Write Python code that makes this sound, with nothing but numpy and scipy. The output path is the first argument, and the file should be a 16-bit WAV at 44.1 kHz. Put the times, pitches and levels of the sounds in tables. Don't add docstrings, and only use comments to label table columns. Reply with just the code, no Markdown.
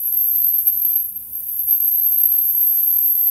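import sys
import numpy as np
from scipy import signal
from scipy.fft import rfft, irfft, next_fast_len
from scipy.io import wavfile
from scipy.ndimage import uniform_filter1d, map_coordinates

SR = 44100
rng = np.random.default_rng(int(sys.argv[2]) if len(sys.argv) > 2 else 0)


def gain_from_decibels(decibels):
    exponent = np.asarray(decibels, float) / 20
    return 10 ** exponent


def unload_wav(signal):
    wavfile.write(
        sys.argv[1],
        SR,
        np.round(np.clip(np.atleast_2d(signal).T, -1, 1) * 32767).astype(np.int16),
    )


N = 145530
TIME = np.arange(N) / SR

# t/s, level/dB
SPUTTER_LEVEL = [(0.0, -23.5), (0.21, -19.5), (0.61, -19), (0.65, -28), (0.68, -13.5), (0.71, -19.5),
                 (1.0, -21), (1.14, -38), (1.16, -28), (1.3, -42.5), (1.35, -27.5), (1.42, -31.5),
                 (1.61, -22.5), (1.65, -25.5), (1.71, -15), (1.8, -23.5), (1.82, -17.5), (3.3, -19.5)]
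# t/s, level/dB
FROTH_LEVEL = [(0.0, -57.5), (0.05, -65), (0.25, -50.5), (0.49, -58), (0.95, -56), (1.11, -70.5),
               (1.67, -60), (1.73, -54), (2.12, -53), (2.18, -55.5), (2.79, -50.5), (2.82, -53.5),
               (3.07, -52.5), (3.3, -56)]


def unit(x):
    return x / np.sqrt(np.mean(abs(x) ** 2) + 1e-20)


def curves(rows):
    s, *columns = np.transpose(rows)
    return [np.interp(TIME, s, column) for column in columns]


def wobble(rate):
    knots = rng.standard_normal(int(N * rate / SR) + 4)
    return map_coordinates(knots, [TIME * rate])


def bumps(rows):
    return sum(gain_from_decibels(db) * np.exp(-((TIME - s) / half_s) ** 2) for s, half_s, db in rows)


def crackle(grain_db, rate):
    return rng.standard_normal(N) * gain_from_decibels(grain_db * wobble(rate))


def filtered(x, response):
    m = next_fast_len(N + 8192)
    return irfft(rfft(x, m) * response(np.fft.rfftfreq(m, 1 / SR)), m)[:N]


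def mode(f, hz, width_hz):
    return 1j * f * width_hz / (hz * hz - f * f + 1j * f * width_hz + 1e-9)


def coloured(x, spectrum):
    # f/Hz, width/Hz, level/dB
    body = [(8800, 150, 0.5), (9765, 1240, 4.5), (11270, 790, 2.5)]
    hz, db = np.transpose(spectrum)

    def response(f):
        curve = gain_from_decibels(np.interp(np.log(f + 1), np.log(hz), db, left=-120))
        ring = sum(gain_from_decibels(gain_db) * abs(mode(f, centre, width)) ** 2 for centre, width, gain_db in body)
        return curve * (1 + ring)

    return unit(filtered(x, response))


def room_tone():
    # f/Hz, level/dB per Hz
    room_spectrum = [(13, -42), (22, -13), (60, 3.5), (147, -10), (200, -7), (476, -17.5), (1340, -24.5),
                     (4860, -24.5), (6000, -29.5), (7800, -33), (13200, -120)]
    return gain_from_decibels(-57.5 + 0.41 * wobble(2.8)) * coloured(crackle(0.72, 20), room_spectrum)


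def distant_motor():
    # f/Hz, width/Hz, level/dB
    hum_lines = [(54.72, 7.8, -60.5), (104.2, 13.7, -64), (119.5, 2.1, -72), (192.9, 5, -67.5),
                 (255.9, 14, -70), (328.9, 8.3, -76.5)]
    # t/s, load level/dB, level of the separate 256 Hz line/dB
    motor_drive = [(0.0, -67, -72), (0.14, -54.5, -70), (0.25, -49, -79), (0.95, -64, -69.5),
                   (1.14, -55.5, -75.5), (1.22, -61, -66), (1.75, -57.5, -71), (1.82, -68, -60.5),
                   (2.31, -47.5, -78), (2.46, -62.5, -68.5), (3.22, -62, -61.5), (3.3, -62, -85)]
    load_shows = 0.092
    load_db, separate_line_db = curves(motor_drive)
    load_db = load_db - load_db.mean()
    lines = []
    for hz, width_hz, db in hum_lines:
        line = unit(filtered(rng.standard_normal(N), lambda f: mode(f, hz, width_hz) ** 2))
        lines.append(gain_from_decibels(db) * line)
    lines[4] = lines[4] * gain_from_decibels(separate_line_db - separate_line_db.mean())
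    held = signal.hilbert(lines[0])
    lowest = unit(np.real(held / abs(held) ** 1.1))
    return gain_from_decibels(hum_lines[0][2] + load_db) * lowest + gain_from_decibels(load_shows * load_db) * sum(lines[1:])


def passing_rumble():
    # f/Hz, width/Hz, level/dB
    low_ring = [(277, 140, 2), (537, 45, 2), (1390, 900, -22)]
    # f/Hz, width/Hz, level/dB
    high_ring = [(250, 40, -4), (745, 23, -6), (850, 30, -16), (985, 18, 1)]
    # centre t/s, half length/s, level/dB, share of the high resonances (0-1)
    puffs = [
        (0.122, 0.12, -65.5, .2),
        (1.23, 0.037, -64.5, 0.42),
        (1.316, 0.06, -62, 0.82),
        (1.407, 0.071, -57, .2),
        (1.494, 0.04, -62.5, 0.091),
        (1.57, 0.057, -62, 0.92),
    ]

    def rung(ring):
        return unit(filtered(crackle(1.5, 15),
                             lambda f: sum(gain_from_decibels(db) * abs(mode(f, hz, width)) for hz, width, db in ring)))

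    low, high = rung(low_ring), rung(high_ring)
    return sum(bumps([puff]) * (low + share * (high - low)) for *puff, share in puffs)


def taps():
    # f/Hz, level/dB, t60/s
    counter = [(652, 2.5, 0.044), (890, 2, 0.02), (1090, -3.5, 0.051)]
    # t/s, dull knock level/dB, bright tick level/dB
    tap_events = [(.24, -54, -52.5), (.709, -62, -48.5), (.889, -54.5, -55), (1.085, -58, -52),
                  (1.226, -69, -51), (1.686, -55, -50), (1.85, -53, -63), (2.113, -46.5, -59),
                  (2.14, -57, -54), (2.316, -66, -49.5), (2.73, -53, -55), (3.166, -58, -55)]
    tick_t60_s, tick_trim_db = 0.068, 1.5
    out, t = np.zeros(N + SR), TIME[:SR // 10]
    knock = sum(gain_from_decibels(db - 60 * t / t60) * np.sin(2 * np.pi * hz * t) for hz, db, t60 in counter) / 2
    for s, knock_db, tick_db in tap_events:
        tick = uniform_filter1d(rng.standard_normal(len(t)), size=8)
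        tick = tick * gain_from_decibels(tick_db + tick_trim_db - 60 * t / tick_t60_s)
        out[round(s * SR):][:len(t)] += gain_from_decibels(knock_db) * knock + tick
    return out[:N]


def mist():
    # f/Hz, level/dB
    mist_spectrum = [(7500, -23.5), (8800, -9), (10500, -10), (11300, -3.5), (12800, 2), (13600, 4),
                     (15000, 4.5), (15700, -3)]
    sputter_db, froth_db = curves(SPUTTER_LEVEL)[0], curves(FROTH_LEVEL)[0]
    follows_sputter, follows_froth = 0.074, 0.34
    level_db = -32.5 + follows_sputter * (sputter_db + 21)
    level_db = level_db + follows_froth * (np.maximum(froth_db, -64) + 53)
    return gain_from_decibels(level_db + wobble(18)) * coloured(crackle(2.34, 300), mist_spectrum)


def froth_fizz():
    # f/Hz, level/dB
    fizz_spectrum = [(4800, -29), (5300, -9), (6520, 1), (7000, -2.5), (7490, -2), (7900, -4), (8300, 2),
                     (9600, -58)]
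    level_db = 2 + curves(FROTH_LEVEL)[0]
    return gain_from_decibels(level_db + 0.83 * wobble(15)) * coloured(crackle(2.62, 350), fizz_spectrum)


def handpiece_pings():
    # centre t/s, half length/s, level/dB
    ping_swells = [(.25, 0.035, -68), (.7, 0.033, -72), (1.4, .02, -69), (1.85, .03, -72),
                   (2.01, .025, -73), (2.12, .02, -72), (2.22, 0.045, -72), (2.31, 0.045, -70),
                   (2.38, .02, -70), (2.48, 0.022, -71), (2.6, 0.036, -73), (2.81, 0.048, -67),
                   (3.09, 0.054, -72)]
    ring = unit(filtered(crackle(2, 60), lambda f: mode(f, 3250, 190) ** 2))
    return ring * bumps(ping_swells)


def detuned_hiss():
    # t/s, level/dB
    detuned_level = [
        (1.0, -56),
        (1.2, -49),
        (1.3, -37),
        (1.4, -33),
        (1.45, -36),
        (1.5, -31.5),
        (1.64, -31.5),
        (1.72, -41),
        (1.85, -57),
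    ]

    def bands(f):
        return mode(f, 14100, 1600) ** 2 + gain_from_decibels(-7) * mode(f, 9670, 760) ** 2

    return gain_from_decibels(curves(detuned_level)[0]) * unit(filtered(crackle(2, 300), bands))


def flung():
    # t/s, length/s, level/dB
    bursts = [(-.06, .195, -28), (.25, .035, -28), (.585, .12, -28), (1.0, .11, -31.5), (1.38, .04, -39),
              (1.5, .19, -31), (2.175, .11, -28.5), (2.41, .14, -31), (2.73, .05, -33), (2.815, .045, -27),
              (2.98, .04, -33), (3.14, .04, -32)]
    edge_s, rise_share = .012, .14

    def step(s, width_s):
        return 1 / (1 + np.exp(-np.clip(2 * s / width_s, -50, 50)))

    gain = np.zeros(N)
    for s, length, db in bursts:
        rise = step(TIME - s, edge_s + rise_share * length)
        fall = step(s + length - TIME, edge_s)
        gain += gain_from_decibels(db) * rise * fall
    return gain


def spray_bursts(spray):
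    # f/Hz, level/dB
    spray_spectrum = [(7800, -40), (8800, -19), (10400, -17), (11200, -5), (12300, 2), (13400, 0),
                      (14300, -6), (15700, -13)]
    return spray * gain_from_decibels(1.2 + 1.5 * wobble(59.7)) * coloured(crackle(2.3, 440), spray_spectrum)


def steady_mode(spray):
    # t/s, f/Hz, level/dB, roughness (0-1)
    steady_path = [(0, 12250, -39, .9), (.13, 12190, -40, .9), (.16, 12245, -22, .15),
                   (.34, 12282, -20.5, .05), (.575, 12292, -20, .03), (.63, 12430, -27, .3),
                   (.7, 12300, -33, .8), (.74, 12285, -25, .35), (.99, 12280, -25, .35),
                   (1.1, 12270, -47, .9), (1.66, 12280, -38, .9), (1.7, 12290, -21, .3),
                   (1.78, 12285, -29, .7), (2.06, 12262, -22, .25), (2.2, 12265, -30, .7),
                   (2.33, 12268, -21, .2), (2.55, 12268, -20.5, .08), (3.3, 12258, -18.5, .03)]
    choke_db = 10
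    hz, db, rough = curves(steady_path)
    turn = np.exp(2j * np.pi * np.cumsum(hz + 6 * wobble(25.34)) / SR)
    blur = unit(wobble(90) + 1j * wobble(81))
    tone = np.real(turn * (np.sqrt(1 - rough) + np.sqrt(rough) * blur)) * np.sqrt(2)
    return tone * gain_from_decibels(db + 0.34 * wobble(40.05) - choke_db * spray / spray.max())


def jolted(level_db):
    # t/s, peak level/dB
    jolts = [(0.0318, -19), (0.1216, -19), (0.1705, -15), (0.2064, -14), (0.2389, -8), (0.3182, -23),
             (0.4424, 2), (0.4813, -5), (0.5826, -8), (0.6699, -11), (0.7412, -9), (0.8121, -6),
             (0.8475, 2), (0.8759, -15), (0.9547, -5), (1.042, -11), (1.0824, -19), (1.1084, -30),
             (1.1583, -20), (1.29, -28), (1.3249, -29), (1.3518, -21), (1.4247, -28), (1.4835, -20),
             (1.515, -22), (1.5928, -14), (1.6696, -19), (1.708, -12), (1.7983, -19), (1.9699, -15),
             (2.0148, -18), (2.141, -17), (2.175, -15), (2.2338, -4), (2.2553, -2), (2.3176, -8),
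             (2.3845, -7), (2.5666, -29), (2.7427, -10), (2.828, -10), (2.9851, -5), (3.1482, -6)]
    rise_s, fall_s, hush_s = 0.0016, 0.01, 0.0064
    jolt_db, hush_db = 4, 5.5
    usual_db, shows = 7.5, 0.42
    soft = 130
    swing = np.zeros(N)
    for s, db in jolts:
        at = round(s * SR)
        near = slice(max(at - SR // 20, 0), at + SR // 10)
        t = TIME[near] - s
        size = jolt_db + shows * (db - level_db[at] - usual_db)
        after = np.clip(t / rise_s, 0, 1) * np.exp(-np.maximum(t - rise_s, 0) / fall_s)
        hush = np.exp(-(t / hush_s + .5) ** 2) * (t < 0)
        swing[near] += size * after - hush_db * hush
    swing = uniform_filter1d(uniform_filter1d(swing, size=soft), size=soft)
    return swing - uniform_filter1d(swing, size=SR // 8) - .7


def sputtering_mode():
    core_hz, core_width_hz, kick_s = 12472, 48, .0025
    skirt_hz, skirt_width_hz, skirt_db = 12380, 330, -7.5
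    kicks = crackle(1.5, 160)
    core = filtered(kicks, lambda f: mode(f, core_hz, core_width_hz) * mode(f, core_hz, 1 / kick_s))
    core = signal.hilbert(unit(core))
    core = unit(np.real(core / abs(core) ** .45))
    skirt = unit(filtered(kicks, lambda f: mode(f, skirt_hz, skirt_width_hz) ** 2))
    level_db = curves(SPUTTER_LEVEL)[0]
    fits_db = 0.85 * wobble(87)
    return gain_from_decibels(level_db + jolted(level_db) + fits_db) * (core + gain_from_decibels(skirt_db) * skirt)


def scene():
    spray = flung()
    background = room_tone() + distant_motor() + passing_rumble() + taps()
    water = mist() + froth_fizz() + handpiece_pings() + detuned_hiss() + spray_bursts(spray)
    tip = steady_mode(spray) + sputtering_mode()
    return (background + water + tip)[None]


def roll_off(x):
    return signal.sosfilt(signal.butter(12, 17030, fs=SR, output="sos"), x)


def record(dry):
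    top_hz, slope_db_per_hz = 15730, .3
    limited = filtered(dry[0], lambda f: gain_from_decibels(-slope_db_per_hz * np.clip(f - top_hz, 0, 600)))
    ending = np.clip((TIME[-1] - TIME) / .003, 0, 1)
    return roll_off((limited * ending)[None])


dry = scene()
out = record(dry)
unload_wav(out)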